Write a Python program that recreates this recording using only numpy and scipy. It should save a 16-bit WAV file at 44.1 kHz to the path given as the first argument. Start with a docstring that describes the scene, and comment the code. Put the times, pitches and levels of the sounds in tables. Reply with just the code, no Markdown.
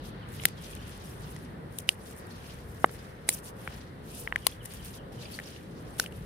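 """Far foliage hisses, traffic rumbles along the horizon and a bird's reverberation flickers, all filtered noise.
Close by, a hand stirs leaves: noise rubs and catches, and many brief gliding tones give it a grainy, tonal edge.
A small bird calls in near-sine slides. Leaf ribs flick as bright ticks; from about half a second on, juicy stems
break, each a short ringing pop with a thud and a noisy crack of fibres. Later single leaves rasp in narrow bands
of noise. All is heard through a phone with a microphone at each end."""
import sys
import numpy as np
from scipy import signal
from scipy.fft import rfft, irfft
from scipy.io import wavfile
from scipy.ndimage import uniform_filter1d

SR = 44100
rng = np.random.default_rng(int(sys.argv[2]) if len(sys.argv) > 2 else 0)


def log_audio(samples):
    """Write samples as a 16-bit WAV file to the path given in sys.argv[1]."""
    # one column per channel
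    frames = np.atleast_2d(samples).T
    # limit to full scale, then quantise
    limited = np.clip(frames, -1, 1)
    pcm = np.round(limited * 32767).astype(np.int16)
    wavfile.write(sys.argv[1], SR, pcm)


N = 275625

# breaking stems: start_s, pop_peak_db (before thud and echoes), pop_pitch_hz, pop_t60_s (2 ms at least), thud_db,
# low_crack_db, low_crack_centre_hz, high_crack_db, high_crack_centre_hz, left_minus_right_db
STEM_BREAKS = [(0.4362, -37, 2180, 0.012, -44, -48, 3300, -42, 8800, -8),
               (0.4536, -9, 1900, 0.0047, -30.5, -20, 3060, -14, 11600, 0),
               (0.485, -40, 2080, 0.008, -50, -44, 4000, -43, 10500, 2.0),
               (1.363, -40, 1970, 0.016, -48, -48.5, 4500, -48.5, 8700, 3),
               (1.7859, -64, 1800, 0.0069, -65.5, -37.5, 4440, -29.5, 11100, 2),
               (1.8902, -6, 2820, 0.005, -32.5, -21.5, 3830, -23, 9900, 0.5),
               (2.8432, -4.5, 1178, 0.013, -13.5, -22.5, 1960, -48, 7900, -0.5),
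               (2.8594, -43, 1690, 0.0096, -48, -67, 5000, -44.5, 10200, -1),
               (2.8934, -36.5, 1490, 0.005, -61, -54, 2860, -69, 9000, -1),
               (3.2896, -14, 2140, 0.0047, -28.5, -19.5, 6050, -14, 9000, 2.5),
               (3.3022, -43, 2000, 0.008, -64, -39, 4600, -39, 10500, -2),
               (3.676, -19.5, 1620, 0.0014, -55, -46.5, 3000, -70, 9900, 5),
               (4.2747, -19.5, 1900, 0.0071, -69, -68, 3020, -67, 11500, 5.5),
               (4.3244, -15, 1750, 0.0034, -43, -71, 3000, -68, 8680, -2),
               (4.3594, -12, 1935, 0.0064, -40, -38.5, 3100, -39.5, 9600, 5),
               (4.4672, -28.5, 1070, 0.026, -28, -20, 3130, -16.5, 10200, 7),
               (4.655, -41.5, 1870, 0.018, -53, -56, 5500, -41.5, 10600, 10),
               (5.389, -25, 1840, 0.0098, -71, -47.5, 3000, -54, 8450, 4),
               (5.399, -31.5, 1900, 0.012, -51, -62, 3010, -53, 11300, 6),
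               (5.9977, -14.5, 1520, 0.0089, -32.5, -20.5, 5100, -23, 9600, 2),
               (6.0396, -34, 1520, 0.0074, -58, -47, 4000, -44, 11500, -1),
               (6.0615, -25.5, 2800, 0.0039, -53, -52, 4200, -49, 8640, 4),
               (6.123, -41, 2800, 0.0058, -63, -60, 4200, -55, 10000, 1)]
# spectrum of leaf noise, near and far: pitch_hz, relative_level_db (per Hz)
LEAF_SPECTRUM = [(2940, -44), (5000, -7), (7160, -6), (8280, -2), (8930, 1), (11400, -1), (12500, -4),
                 (15300, -7), (15800, -16), (16100, -39), (16500, -69)]


def undb(db):
    """Gain of a level in dB."""
    return 10 ** (np.asarray(db) / 20)


def level(x, db):
    """Scale to an rms level."""
    return x * undb(db) / np.sqrt(np.mean(x ** 2))


def curves(table):
    """Columns of a table drawn through every sample."""
    s, *columns = np.transpose(table)
    return [np.interp(np.arange(N) / SR, s, c) for c in columns]


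def band(x, lo_hz, hi_hz, order=2):
    """Band-pass along time."""
    return signal.sosfilt(signal.butter(order, [lo_hz, min(hi_hz, SR / 2.2)], "band", fs=SR, output="sos"), x)


def colour(x, points):
    """Give noise the spectrum of (Hz, dB) points."""
    hz = np.fft.rfftfreq(N, 1 / SR) + 1
    points_hz, points_db = np.array(points).T
    db = np.interp(np.log(hz), np.log(points_hz), points_db)
    return irfft(rfft(x) * undb(db), N)


def walk(rate):
    """Random levels held 1 / rate s, slewed twice and scaled to a spread of 1."""
    hold = int(SR / rate)
    steps = np.repeat(rng.standard_normal(N // hold + 1), hold)
    v = uniform_filter1d(uniform_filter1d(steps, hold), hold)[:N]
    return v / v.std()


def add(out, sound, s, pan_db):
    """Lay a short sound into two channels; pan_db is left minus right."""
    i = int(s * SR)
    sound = sound[:, :N - i]
    out[:, i:i + sound.shape[1]] += sound * undb([[pan_db / 2], [-pan_db / 2]])


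def traffic(spacing_m=0.18, sound_m_s=340):
    """Octave bands that waver alone; sound from all round the horizon sets how alike the two microphones are."""
    # rumble of the road: pitch_hz, relative_level_db (per Hz)
    rumble_spectrum = [(12, -75), (20, -27.5), (35, -19), (47, -3), (160, -2.5), (292, -11), (495, -10),
                       (636, -16.5), (1050, -19), (1870, -21.5), (2460, -31.5), (3410, -37.5),
                       (5360, -45.5), (6070, -50), (8000, -79), (10400, -82), (17600, -120)]
    # traffic drawing nearer and further: time_s, level_db (mean of both sides)
    swell = [(0.0, -42), (4.77, -44.5), (6.25, -44)]
    hz = np.fft.rfftfreq(N, 1 / SR) + 1
    bearing = np.linspace(0, np.pi, 24)[:, None]
    phase = 2 * np.pi * hz * spacing_m / sound_m_s * np.cos(bearing)
    alike = np.clip(np.mean(np.cos(phase), axis=0), -1, .94)
    mid, side = (rfft(colour(rng.standard_normal(N), rumble_spectrum)) * np.sqrt(1 + sign * alike)
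                 for sign in (1, -1))
    left_right = np.array([mid + side, mid - side])
    out = 0
    for octave in range(4, 15):  # centred on 2 ** octave Hz
        share = np.clip(1 - np.abs(np.log2(hz) - octave), 0, 1)
        out = out + irfft(left_right * share, N) * undb(1.42 * walk(7.7) + 0.76 * walk(3.386))
    return level(out, 0) * undb(curves(swell)[0] + np.array([[.4], [-.4]]))


def air(rms_db=-69.5):
    """Gently drifting treble of far foliage, unrelated noise at the two microphones."""
    hiss = np.array([colour(v, LEAF_SPECTRUM) for v in rng.standard_normal((2, N))])
    return level(hiss, rms_db) * undb(1.2 * walk(1.6))


def reverberation():
    """Long blurred reverberation around the bird's calls: a flickering band of noise at their pitch."""
    # reverberation rising and sinking: time_s, level_db
    reverb_level = [(0.0, -59), (1.4, -66.5), (2.4, -78), (4.0, -67), (5.4, -68.5), (6.25, -71)]
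    blur = band(rng.standard_normal((2, N)), 2500, 4500, order=3)
    blur = blur * undb(2.0 * np.array([walk(25), walk(25)]))
    return level(blur, 0) * undb(curves(reverb_level)[0])


def leaves(pan_db=1.0, grip_db=1.5):
    """Blades slide over skin and each other; every band of the hiss catches on its own."""
    hiss_gain, scrape_gain = strokes()
    hiss = 0
    for lo_hz, hi_hz in ((5000, 8500), (8500, 10500), (10500, 13000), (13000, 19000)):
        hiss = hiss + band(rub(120, 1.2, -1, 0.0012, 2.4), lo_hz, hi_hz)
    hiss = level(colour(hiss, LEAF_SPECTRUM), 0)
    hiss = hiss + undb(-21.0) * tonal_grains(6900, 13000, 0.0015, 5.6, count=900) + crackle()
    scrape = band(rub(290, 1.8, -1.0, 0.0047, 2.9), 3040, 6140)
    scrape = scrape + 1.84 * band(rub(140, 3.5, -1.4, 0.0013, 0.4), 2250, 3430)
    scrape = level(scrape, 1.03) + undb(-11.5) * tonal_grains(3210, 6130, 0.01, 2.0, count=500)
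    # the grip is uneven, so all of the hiss flutters together
    hiss = hiss * hiss_gain * undb(grip_db * walk(55))
    return (hiss + scrape * scrape_gain) * undb([[pan_db / 2], [-pan_db / 2]])


def strokes(roundness=1.55, recoil_db=-36, recoil_s=0.011):
    """Gains of hiss and scrape: strokes and the shiver after each break add in power over a faint stir."""
    # leaves drawn through the hand or springing back:
    # start_s, length_s, loudest_at (share of length), peak_hiss_gain_db, scrape_minus_hiss_db
    hand_strokes = [(0.017, 0.11, 0.46, -58.5, 0), (0.255, 0.14, 0.82, -54.5, -1.5),
                    (0.363, 0.18, 0.43, -53, 2), (0.592, 0.095, 0.43, -57, -2.5),
                    (0.643, 0.18, 0.27, -56.5, -2.5), (0.838, 0.11, 0.66, -58.5, -4.5),
                    (0.957, 0.031, 0.7, -68, -8), (1.026, 0.31, 0.073, -58, -4.5),
                    (1.175, 0.42, 0.22, -61, 2.5), (1.29, 0.046, .5, -54, -17),
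                    (1.697, 0.19, 0.35, -59.5, -4), (1.788, 0.021, 0.7, -47, -9),
                    (1.868, 0.098, 0.21, -50.5, -1), (1.946, 0.2, 0.88, -54.5, -9),
                    (2.135, 0.091, 0.66, -56, -24), (2.244, 0.092, 0.88, -65, 2),
                    (2.5, 0.42, 0.78, -60, -3), (2.885, 0.097, 0.56, -53.5, -11),
                    (3.265, 0.16, 0.2, -43, -7), (3.315, 0.044, 0.61, -36.5, -26),
                    (3.413, 0.11, 0.63, -50.5, -6), (3.527, 0.25, 0.45, -59.5, 0.5),
                    (4.015, 0.34, 0.44, -52.5, -2), (4.155, 0.097, 0.4, -45.5, -15),
                    (4.304, 0.22, 0.46, -61.5, 3.5), (4.44, 0.17, 0.098, -53, 1.5),
                    (4.602, 0.13, 0.45, -57, -4.5), (4.649, 0.018, .4, -42.5, -10),
                    (4.677, 0.17, 0.29, -52, -0.5), (4.795, 0.16, 0.39, -51, -2.5),
                    (4.889, 0.11, 0.66, -54.5, -2), (5.116, 0.064, 0.22, -61, 4),
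                    (5.127, 0.24, 0.48, -61, 6.5), (5.301, 0.12, 0.19, -49.5, -3),
                    (5.348, 0.23, 0.56, -58.5, 4.5), (5.832, 0.22, 0.96, -57, -2),
                    (5.975, 0.13, 0.15, -47.5, 0.5), (6.088, 0.24, 0.25, -61.5, 0.5)]
    # between strokes hiss and scrape rest at these gains in dB, wandering together
    power = undb([[-78], [-71]] - 9 * walk(7.1)) ** 2
    for s, length, share, hiss_db, scrape_db in hand_strokes:
        samples = np.arange(int(length * SR))
        place = np.interp(samples / (length * SR), [0, np.clip(share, .05, .95), 1], [0, .5, 1])
        shape = np.abs(np.sin(np.pi * place)) ** roundness  # lower: flatter top, harder edges
        add(power, (shape * undb([[hiss_db], [hiss_db + scrape_db]])) ** 2, s, 0)
    # leaves shiver after a break, recoil_db from its high crack, the scrape 8 dB under the hiss
    fade = np.exp(-np.arange(int(10 * recoil_s * SR)) / (recoil_s * SR))
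    for s, *_, high_db, _, _ in STEM_BREAKS:
        add(power, (fade * undb(high_db + recoil_db) * undb([[0], [-8]])) ** 2, s, 0)
    return np.sqrt(power)


def rub(ticks_per_s, scatter_db, tick_db, tick_s, patchy_db):
    """Sliding noise with short catches of ribs and hairs, different at each microphone."""
    ticks = (rng.random(N) < ticks_per_s / SR) * undb(scatter_db * rng.exponential(size=N))
    shape = np.arange(600) / (tick_s * SR)
    catches = signal.fftconvolve(ticks, shape * np.exp(-shape))[:N]
    noise = rng.standard_normal((4, N))
    return (noise[:2] + level(catches * noise[2:], tick_db)) * undb(patchy_db * walk(70))


def tonal_grains(lo_hz, hi_hz, length_s, scatter_db, count):
    """Many brief tones at random gliding pitches give the rustle a grainy, tonal edge."""
    out = np.zeros((2, N))
    u = np.linspace(0, 1, int(length_s * SR))
    for when, pitch, slide, size, side in rng.random((count, 5)):
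        hz = lo_hz * (hi_hz / lo_hz) ** pitch * (1 + 0.2 * (slide - .5) * u)
        tone = np.sin(np.pi * u) ** 2 * np.sin(2 * np.pi * np.cumsum(hz) / SR)
        tone = tone * undb(-scatter_db * np.log(1 - size))  # a few stand out
        left_right = np.array([tone, -tone if slide > .5 else tone])
        add(out, left_right, when * N / SR, 12 * (side - .5))
    return level(out, 0)


def crackle(ticks_per_s=400, rms_db=-3, tick_s=.001):
    """Sparse uneven ticks of leaf edges, each a millisecond or so of the whole treble."""
    ticks = (rng.random(N) < ticks_per_s / SR) * undb(13.0 * rng.random(N) ** 2)
    shape = np.arange(400) / (tick_s * SR)
    bursts = signal.fftconvolve(ticks, shape * np.exp(-2 * shape))[:N] * rng.standard_normal((2, N))
    return level(colour(bursts, LEAF_SPECTRUM), rms_db)


def bird(rough=0.45, echo_db=3, fall_end_hz=2720, fall_hz_per_s=23000):
    """Near-sine slides that swell towards their end, roughened by moving air and blurred by scattered echoes."""
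    # falling notes, two phrases of five: start_s, length_s, level_db (before roughness and echoes)
    falling = [(.032, 0.038, -63), (0.21, 0.036, -62.5), (0.405, 0.022, -63), (.553, .058, -62.5),
               (0.783, .019, -61), (4.412, .036, -60), (4.59, 0.036, -60), (4.787, 0.028, -60),
               (4.972, 0.033, -59), (5.175, 0.027, -62)]
    # rising notes around the first phrase: start_s, length_s, start_hz, end_hz, level_db (likewise)
    rising = [(.365, .02, 2846, 2870, -62), (0.81, 0.023, 2860, 3420, -62.5)]
    out = np.zeros((2, N))
    moving_air = 1 + rough * np.array([walk(300), walk(200)])
    # every fall drops at the same average rate onto one pitch
    falls = [(s, length, fall_end_hz + fall_hz_per_s * length, fall_end_hz, db) for s, length, db in falling]
    for s, length, start_hz, end_hz, db in falls + rising:
        u = np.linspace(0, 1, int(length * SR))
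        hz = start_hz * (end_hz / start_hz) ** u
        note = np.sin(np.pi * u ** 1.2) * np.sin(2 * np.pi * np.cumsum(hz) / SR)
        add(out, level(np.array([note, note]), db), s, 0)
    t = np.arange(20000) / SR
    bushes = rng.standard_normal((2, len(t))) * (np.exp(-t / 0.031) + undb(-10) * np.exp(-t / .12))
    bushes = bushes / np.sqrt(np.sum(bushes ** 2))
    echoes = signal.fftconvolve(out, bushes, axes=1)[:, :N]
    return moving_air * out + undb(echo_db) * echoes


def flicks(length_s=0.0028):
    """A leaf rib flicks free: a thin bright tick of noise lasting a few milliseconds."""
    # ribs flicking free: middle_s, level_db
    rib_ticks = [(.29, -54), (.752, -42), (.88, -52), (.978, -52.5), (2.27, -52), (2.915, -49),
                 (4.738, -43), (4.865, -49), (4.968, -55), (5.635, -57.5)]
    out = np.zeros((2, N))
    for s, db in rib_ticks:
        tick = band(rng.standard_normal((2, 800)), 7400, 12700)[:, -int(length_s * SR):]
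        add(out, level(tick * np.hanning(tick.shape[1]), db), s - length_s / 2, 0)
    return out


def snaps(rise_cycles=0.89, bounce_s=(0.0013, 0.0011), bounce_db=-9, shared=0.21, heard_s=0.0035):
    """A burst of the turgid stem rings it for a few cycles; tearing fibres spray a brief noisy crack."""
    scatter_s, scatter_db = .0007, -9  # echoes of a pop among the leaves
    tear_s, fizz_db, fizz_s = .00065, -15, .004  # rise of the tear, level and fade of the fizz behind it
    core_s, core_db = .0019, -6  # second tear, this late and this much weaker
    split_s = 0.0035  # the low crack dies away sooner
    late = 3  # samples by which the pop reaches the left microphone later
    out, t = np.zeros((2, N)), np.arange(1300) / SR
    brief = np.sqrt(heard_s * SR / len(t))  # thud and crack levels are rms as if packed into heard_s
    for s, pop_db, hz, t60, thud_db, low_db, low_hz, high_db, high_hz, pan_db in STEM_BREAKS:
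        # the stem gives a little for half a cycle, then lets go
        swell = 1 - np.exp(-(t * hz / rise_cycles) ** 3)
        decay = np.exp(-np.log(1000) * t / max(t60, .002))
        second_mode = 0.092 * np.sin(2 * np.pi * 1.55 * hz * t)  # another way of bending
        ring = swell * decay * (-np.sin(2 * np.pi * hz * t) + second_mode)
        # soft flesh rounds the edges
        ring = signal.sosfilt(signal.butter(4, 2.2 * hz, fs=SR, output="sos"), ring)
        lead = int(SR / hz / 2)
        ring = ring * undb(pop_db) / np.abs(ring).max()
        # the halves spring apart: one slow swing of pressure under the pop
        swing = (t / .0005) ** 2 * np.exp(-t / 0.00028) * np.sin(2 * np.pi * 780 * t)
        boom = t * np.exp(-t / 0.0009) * np.sin(2 * np.pi * 470 * t)  # of the whole bunch
        thud = level(swing, 0) + level(boom, -3.0)
        thud = band(thud, 190, 2300)  # too small a thing to push deep bass
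        ring = ring + np.roll(level(thud, thud_db), lead) * brief
        # the ground sends a weaker copy just after
        ring = np.array([ring + undb(bounce_db) * np.roll(ring, int(b * SR)) for b in bounce_s])
        # nearby leaves scatter more, differently to each microphone
        foliage = rng.standard_normal((2, 300)) * t[:300] * np.exp(-t[:300] / scatter_s)
        scattered = level(signal.fftconvolve(ring, foliage, axes=1)[:, :len(t)], scatter_db)
        ring = ring + scattered * np.sqrt(np.mean(ring ** 2))
        # the skin tears, the core follows, and loose strands fizz on behind
        u = t / tear_s
        skin = u * np.exp(1 - u)
        core = undb(core_db) * np.roll(skin, int(core_s * SR))
        fizz = undb(fizz_db) * np.minimum(u, 1) * np.exp(-t / fizz_s)
        fibres = rng.standard_normal((3, len(t))) * (skin + core + fizz)
        fibres = shared * fibres[0] + fibres[1:]  # partly alike at both microphones
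        low_fibres = fibres * (np.exp(-t / split_s) + .06)
        low_crack = level(band(low_fibres, low_hz / 1.61, low_hz * 1.465, order=3), low_db)
        high_crack = level(band(fibres, high_hz / 1.29, high_hz * 1.194), high_db)
        add(out, np.array([np.roll(ring[0], late), ring[1]]), s - lead / SR, pan_db)
        add(out, (low_crack + high_crack) * brief, s, pan_db)
    return out


def rasps():
    """A blade chatters in one narrow band of noise while it drags past a finger."""
    # single leaves dragging: start_s, length_s, centre_hz, level_db
    drags = [(2.298, 0.036, 4300, -59), (5.214, 0.017, 4100, -53), (5.247, 0.021, 4850, -52.5),
             (5.324, 0.039, 4650, -50), (5.455, 0.012, 5540, -52), (5.472, .008, 5040, -54)]
    out = np.zeros((2, N))
    for s, length, hz, db in drags:
        rasp = band(rng.standard_normal((2, 2000)), hz / 1.07, hz * 1.02)[:, -int(length * SR):]
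        add(out, level(rasp * np.hanning(rasp.shape[1]), db), s, 0)
    return out


def scene():
    """Everything that reaches the two microphones."""
    background = traffic() + air() + reverberation()
    return background + leaves() + bird() + flicks() + snaps() + rasps()


def record(dry, top_hz=16300):
    """The phone clips just under full scale, then a steep low-pass cuts the top."""
    clipped = np.clip(dry, -.98, .98)
    return signal.sosfilt(signal.ellip(8, .2, 70, top_hz, fs=SR, output="sos"), clipped)


dry = scene()
out = record(dry)
log_audio(out)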